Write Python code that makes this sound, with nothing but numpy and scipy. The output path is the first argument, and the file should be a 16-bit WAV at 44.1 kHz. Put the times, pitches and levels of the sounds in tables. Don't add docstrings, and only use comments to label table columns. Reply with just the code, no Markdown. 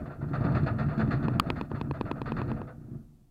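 import sys
import numpy as np
from scipy import signal
from scipy.fft import rfft, irfft
from scipy.io import wavfile
from scipy.ndimage import uniform_filter1d

SR = 44100
rng = np.random.default_rng(int(sys.argv[2]) if len(sys.argv) > 2 else 0)


def inscribe(sig):
    pcm = np.round(np.clip(np.atleast_2d(sig).T, -1, 1) * 32767)
    wavfile.write(sys.argv[1], SR, pcm.astype(np.int16))


def rack_gain(trim_db):
    fader = np.asarray(trim_db, float)
    return 10 ** (fader / 20)


N = 145530

# start in seconds, peak in dB, brightness in dB per octave,
# ring t60 in seconds.
WHEEL_CLANKS = [(0.057, -41.5, -0.5, 0.082), (0.1, -41.5, -1.5, 0.23), (0.21, -41, -3, 0.11),
                (0.3342, -30.5, 1, 0.12), (0.44, -31.5, 0.5, 0.086), (0.5488, -27.5, 2, 0.14),
                (0.6635, -27.5, 1, 0.11), (0.785, -29, 2, 0.16), (0.886, -34.5, -0.5, 0.42),
                (0.9933, -27.5, 1.5, 0.093), (1.1078, -27, 2.5, 0.14), (1.228, -33.5, 1.5, 0.084),
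                (1.333, -39, 0, 0.084), (1.462, -37.5, -0.5, 0.18), (1.559, -35, 2, 0.14),
                (1.708, -45.5, -4, 0.084), (1.745, -37, 0, 0.19), (1.841, -49, -4.5, 0.059),
                (1.9377, -38, 0, 0.17), (2.052, -37, -1, 0.25), (2.1565, -43, -2, 0.16),
                (2.2573, -32, 1, 0.19), (2.3658, -31, 1.5, 0.17), (2.4785, -36.5, 0.5, 0.13),
                (2.562, -41, -3, 0.23), (2.673, -43, -1.5, 0.13), (2.7994, -64, -0.5, 0.065),
                (2.9133, -69, -4, 0.15)]
# start in seconds, peak in dB, t60 in seconds.
GRIP_REBOUNDS = [(0.2848, -59, 0.06), (0.407, -52, 0.06), (0.52, -51, 0.06), (0.631, -52, 0.086),
                 (0.8614, -54, 0.06), (0.9762, -49, 0.082), (1.074, -53.5, 0.07), (1.4381, -65, 0.06),
                 (1.5444, -65, 0.06), (1.6496, -62, 0.056), (1.701, -60, 0.06), (1.801, -55, 0.04),
                 (2.0014, -59, 0.062), (2.208, -61, 0.04), (2.53, -64, 0.1), (2.606, -67, 0.05),
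                 (2.635, -69, 0.07)]
# start in seconds, peak in dB, hardness in dB per octave.
FITTING_KNOCKS = [(1.2829, -19, -0.5), (1.5021, -15, 3), (1.6119, -19, 0.5), (1.716, -28.5, -2.5),
                  (1.8128, -19, 1), (1.911, -20.5, -0.5), (2.011, -18, 0.5), (2.1137, -17.5, 1),
                  (2.2168, -20.5, -0.5), (2.32, -20, -0.5), (2.4165, -22, -1), (2.5161, -24.5, -1.5),
                  (2.6166, -30, -2.5)]
# start in seconds, peak in dB, contact time in seconds.
LATCH_CLICKS = [
    (1.3978, -5.5, .00005),
    (1.502, -22, 0.000072),
]
# start in seconds, peak in dB, pitch in Hz.
SHELL_THUMPS = [(0.008, -39, 175), (0.06, -37, 167), (0.194, -29.5, 122), (0.226, -23.5, 151),
                (0.268, -28.5, 137), (0.311, -24, 139), (0.34, -23.5, 127), (0.407, -19.5, 123),
                (0.447, -19, 195), (0.518, -21.5, 179), (0.546, -20.5, 133), (0.569, -15.5, 111),
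                (0.631, -17, 147), (0.712, -21.5, 127), (0.806, -26, 122.5), (0.862, -20.5, 167),
                (0.884, -23, 190), (0.977, -22, 224), (1.0, -22.5, 229), (1.028, -18.5, 132),
                (1.078, -18.5, 106), (1.102, -22.5, 220), (1.139, -19.5, 135), (1.248, -19, 168.5),
                (1.285, -22.5, 126), (1.315, -23.5, 125), (1.358, -23, 182), (1.468, -22, 176),
                (1.503, -25, 220), (1.523, -27, 121), (1.574, -30.5, 235), (1.614, -26, 198),
                (1.735, -22, 104), (1.815, -29, 181), (1.844, -28.5, 135), (1.913, -25, 118),
                (2.013, -30, 209), (2.04, -24.5, 125), (2.063, -29, 187), (2.115, -29.5, 187),
                (2.219, -36.5, 277), (2.322, -30.5, 127), (2.357, -27, 176), (2.385, -22.5, 125),
                (2.418, -39, 146), (2.476, -26.5, 105), (2.518, -27.5, 232), (2.535, -32.5, 180),
                (2.599, -30, 232), (2.639, -29.5, 134), (2.78, -34.5, 163), (2.813, -34, 141),
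                (2.844, -37, 123), (2.884, -37, 193), (2.914, -29, 138), (2.931, -34, 224),
                (2.953, -29, 139), (2.998, -42, 159), (3.216, -50.5, 122)]
# time in seconds, level in dB.
RUMBLE_LEVEL = [(0.0, -27.5), (0.14, -44.5), (0.3, -30), (0.52, -24), (0.95, -30.5), (1.02, -24.5),
                (1.64, -31), (1.67, -40.5), (1.75, -35), (1.79, -33.5), (1.81, -32), (2.21, -35.5),
                (2.5, -28), (2.69, -43.5), (2.89, -45.5), (2.96, -43), (3.01, -48), (3.3, -65.5)]
# frequency in Hz, width in Hz, level in dB.
STEEL_MODES = [(510, 160, -5.5), (671, 110, 3), (882, 260, -0.5), (1234.4, 120, 2), (1408, 180, 0),
               (1789, 400, -4.5), (2546, 340, -12), (3560, 210, -21), (4266, 230, -21.5), (4346, 550, -21),
               (6800, 1600, -36)]
# frequency in Hz, density in dB per Hz.
CLANK_SPECTRUM = [(210, -40), (350, 8), (1050, -16.5), (1380, -10), (1600, -7.5), (1840, -11),
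                  (3200, -32.5), (4260, -37.5), (9000, -78), (11700, -89), (19800, -120)]
# frequency in Hz, width in Hz, level in dB.
SHELL_MODES = [(85, 18, -5), (118.8, 18, -2), (146.4, 16.7, 2), (186, 25.1, -14), (224.4, 16.3, -3),
               (257.4, 27, -8), (288.5, 14, -8.5), (349.7, 20, -12.5), (456, 97, -20.5)]
# frequency in Hz, level in dB, t60 in seconds.
FITTING_MODES = [(294, -1, 0.0077), (965, -3, 0.0063), (1770, -20, 0.0045), (2534, -14, 0.012),
                 (3480, -25, 0.007), (4110, -27.5, 0.0097), (7030, -32, 0.0023), (8850, -37.5, 0.0048)]
# frequency in Hz, level in dB, t60 in seconds, side struck as signed gain.
LATCH_MODES = [(1890, -12.5, 0.0046, 1), (2340, -9.5, 0.0055, -1.1), (3340, -7, .003, 0.89),
               (4500, -12.5, .006, 1), (6715, -23.5, 0.0045, 1), (7515, -26.5, .005, 0.9),
               (8280, -28, 0.0056, 0.99), (9435, -17.5, 0.0034, 0.95), (12890, -21, .0035, 1),
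               (14800, -31, .002, 1)]
# frequency in Hz, density in dB per Hz.
HISS_SPECTRUM = [(180, -25.5), (300, -7.5), (385, -13), (678, -3.5), (1530, -17.5), (13800, -19),
                 (16000, -23)]
PLATE_MODES_HZ = [489, 604, 672, 721, 1364, 1504, 1614, 1693, 1843]


def unit(x):
    return x / np.sqrt(np.mean(x ** 2))


def ring(x, hz, t60, part=np.imag):
    pole = np.exp(2j * np.pi * hz / SR - np.log(1000) / (t60 * SR))
    live, out = np.flatnonzero(x), np.zeros(N)
    span = slice(live[0], live[-1] + int(2 * t60 * SR))
    out[span] = part(signal.lfilter([1], [1, -pole], x[span]))
    return out


def band(hz, width):
    t60 = 1.4 / width
    once = ring(rng.standard_normal(N), hz, t60)
    return unit(ring(once, hz, t60))


def colour(table):
    hz, db = np.array(table).T
    f = np.maximum(np.arange(N // 2 + 1) * SR / N, 1)
    gain = rack_gain(np.interp(np.log(f), np.log(hz), db))
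    return unit(irfft(rfft(rng.standard_normal(N)) * gain, N))


def walk(rate):
    k = int(SR / rate)
    steps = np.repeat(rng.standard_normal(N // k + 1), k)
    w = uniform_filter1d(uniform_filter1d(steps, k), k)[:N]
    return w / w.std()


def push(start, length):
    k = np.arange(int(start * SR), int((start + length) * SR) + 2)
    u, force = (k / SR - start) / length, np.zeros(N)
    force[k] = np.where((u > 0) & (u < 1), np.sin(np.pi * u), 0)
    return force / force.sum()


def bursts(rows, attack, hold, tail_db=-60):
    tail_stretch = 2.5
    out = np.zeros(N + SR)
    for s, db, t60 in rows:
        u = np.arange(int(min(.5, hold + 2 * t60) * SR)) / SR
        fall = 2 * np.log(1000) * np.maximum(u - hold, 0) / t60
        tail = rack_gain(tail_db) ** 2 * np.exp(-fall / tail_stretch)
        rise = (1 - np.exp(-u / attack)) * rack_gain(db)
        k = int(s * SR)
        out[k:k + len(u)] += rise ** 2 * (np.exp(-fall) + tail)
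    return out[:N]


def follow(share):
    s, db = np.array(RUMBLE_LEVEL).T
    return -32 + share * (np.interp(np.arange(N) / SR, s, db) + 32)


def hanger():
    clank_db, rebound_db, grind_db = -8, 4.5, -24.5
    attack_s, hold_s, hold_shrink = .0025, .033, .25
    treble_fade = 0.037
    tail_db, rebound_stretch = -8.5, 1.7
    grind_follow, grind_dulling = 1.42, 0.099
    uneven = 3 * walk(14.56)
    rebound = bursts([(s, db + rebound_db, t60 * rebound_stretch) for s, db, t60 in GRIP_REBOUNDS],
                     .001, .002)
    out = 0
    for hz, x in steel_parts() + broad_parts():
        octs = np.log2(hz / 1400)
        rows = [(s - .002, db + clank_db + tilt * octs, t60 * 2 ** (-treble_fade * octs))
                for s, db, tilt, t60 in WHEEL_CLANKS]
        attack = attack_s * 2 ** (-hold_shrink * octs)
        hold = hold_s * 2 ** (-hold_shrink * max(octs, 0))
        blows = bursts(rows, attack, hold, tail_db)
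        grind = rack_gain(follow(grind_follow + grind_dulling * octs) + grind_db + uneven - 3 * octs)
        power = blows + rebound * rack_gain(10.5 * octs) + grind ** 2
        out = out + x * rack_gain(1.4 * walk(60)) * np.sqrt(power)
    return out


def steel_parts():
    plate_db = [-5.5, -5.5, -3, -12, -5.5, -12, -15, -16.5, -13]
    total = np.sqrt(sum(rack_gain(db) ** 2 for _, _, db in STEEL_MODES))
    steel = [(hz, rack_gain(db) * band(hz, width) / total) for hz, width, db in STEEL_MODES]
    plates = [(hz, rack_gain(db) * plate(hz) / total) for hz, db in zip(PLATE_MODES_HZ, plate_db)]
    return steel + plates


def plate(hz):
    wander_hz = 7.02
    phase = 2 * np.pi * np.cumsum(hz + wander_hz * walk(35)) / SR
    return np.sqrt(2) * rack_gain(3.64 * walk(14)) * np.sin(phase)


def broad_parts():
    wash = colour(CLANK_SPECTRUM)
    edges = [350, 800, 1600, 3200, 5000]
    parts = []
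    for low, high in zip(edges, edges[1:]):
        split = signal.butter(3, [low, high], "band", fs=SR, output="sos")
        parts.append((np.sqrt(low * high), rack_gain(-6.5) * signal.sosfilt(split, wash)))
    return parts


def shell():
    thump_db, thump_t60_s = 1, 0.085
    panel_hz, panel_db, panel_t60_s = [224, 292, 346], -6, 0.083
    lumps = walk(25.486)
    drone = unit(sum(rack_gain(db + 0.84 * lumps + 0.42 * walk(11)) * band(hz, width)
                     for hz, width, db in SHELL_MODES))
    thumps = sum(rack_gain(db + thump_db) * ring(push(s, 0.0032), hz, thump_t60_s)
                 for s, db, hz in SHELL_THUMPS)
    slaps = sum(rack_gain(db + thump_db + panel_db) * push(s, 0.0029) for s, db, _ in SHELL_THUMPS)
    thumps = thumps + sum(ring(slaps, hz, panel_t60_s) for hz in panel_hz)
    thumps = signal.sosfilt(signal.butter(2, 90, "high", fs=SR, output="sos"), thumps)
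    sway = band(36, 22) * rack_gain(follow(0.43) - 17)
    return drone * rack_gain(follow(0.9) - 3.5) + thumps + sway


def fitting():
    knock_db, spread_db, detune = 0.5, 1.2, .008
    push_s, bounce_s, bounce_db = 0.00045, 0.001477, -3.5
    out, spread = 0, rng.standard_normal((len(FITTING_KNOCKS), len(FITTING_MODES)))
    for (s, db, hard), row in zip(FITTING_KNOCKS, spread):
        soft = push(s, push_s) - rack_gain(bounce_db) * push(s + bounce_s, push_s)
        tick = push(s + .00003, .00006)
        for k, ((hz, mode_db, t60), d) in enumerate(zip(FITTING_MODES, row)):
            gain = rack_gain(db + knock_db + mode_db + hard * np.log2(hz / 1000) + spread_db * d)
            side = -1 if k % 2 == 0 else 1
            force = soft if hz < 1500 else side * tick
            part = np.real if hz < 500 else np.imag
            out = out + gain * ring(force, hz * (1 + detune * d), t60, part)
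    out = signal.sosfilt(signal.butter(4, 9800, fs=SR, output="sos"), out)
    return out + rattle()


def rattle():
    t60_s = 0.012
    rows = [(s, db - 21.5 + 2.5 * hard, t60_s) for s, db, hard in FITTING_KNOCKS]
    rows += [(s + 0.00087, db - 30, 2 * t60_s) for s, db, _ in LATCH_CLICKS]
    middle = signal.butter(5, [1300, 4600], "band", fs=SR, output="sos")
    noise = unit(signal.sosfilt(middle, rng.standard_normal(N)))
    return noise * np.sqrt(bursts(rows, 0.001, 0.00033))


def latch():
    touch_db, gap_s = -12, .0005
    body_hz, body_db, body_t60_s = 1233, -6.5, 0.0083
    thud_hz, thud_db, thud_t60_s = 200, -7.5, 0.017
    out = 0
    for s, db, contact in LATCH_CLICKS:
        force = rack_gain(touch_db) * push(s, contact) - push(s + gap_s, contact)
        snap = sum(side * rack_gain(g) * ring(force, hz, t60) for hz, g, t60, side in LATCH_MODES)
        body = ring(push(s, 0.00018), body_hz, body_t60_s)
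        body = ring(body, body_hz, body_t60_s)
        body = rack_gain(body_db) * np.roll(body, -6) / np.abs(body).max()
        thud = -rack_gain(thud_db) * ring(push(s + gap_s, 0.00061), thud_hz, thud_t60_s)
        out = out + rack_gain(db) * (snap + thud + body)
    return out


def housing(x):
    dip_hz, width_hz = 5700, 1200
    dip = signal.lfilter(*signal.iirnotch(dip_hz, dip_hz / width_hz, SR), x)
    return .8 * dip + .2 * x


def hiss():
    top = signal.ellip(8, .2, 60, 15750, fs=SR, output="sos")
    return rack_gain(follow(0.15) - 41.5) * signal.sosfilt(top, colour(HISS_SPECTRUM))


def scene():
    return (hanger() + shell() + housing(fitting() + latch()) + hiss())[None]


def band_limit(x):
    return signal.sosfilt(signal.butter(12, 16750, fs=SR, output="sos"), x)


def record(dry):
    mic = signal.sosfilt(signal.butter(2, 22, "high", fs=SR, output="sos"), dry)
    return band_limit(mic)


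dry = scene()
out = record(dry)
inscribe(out)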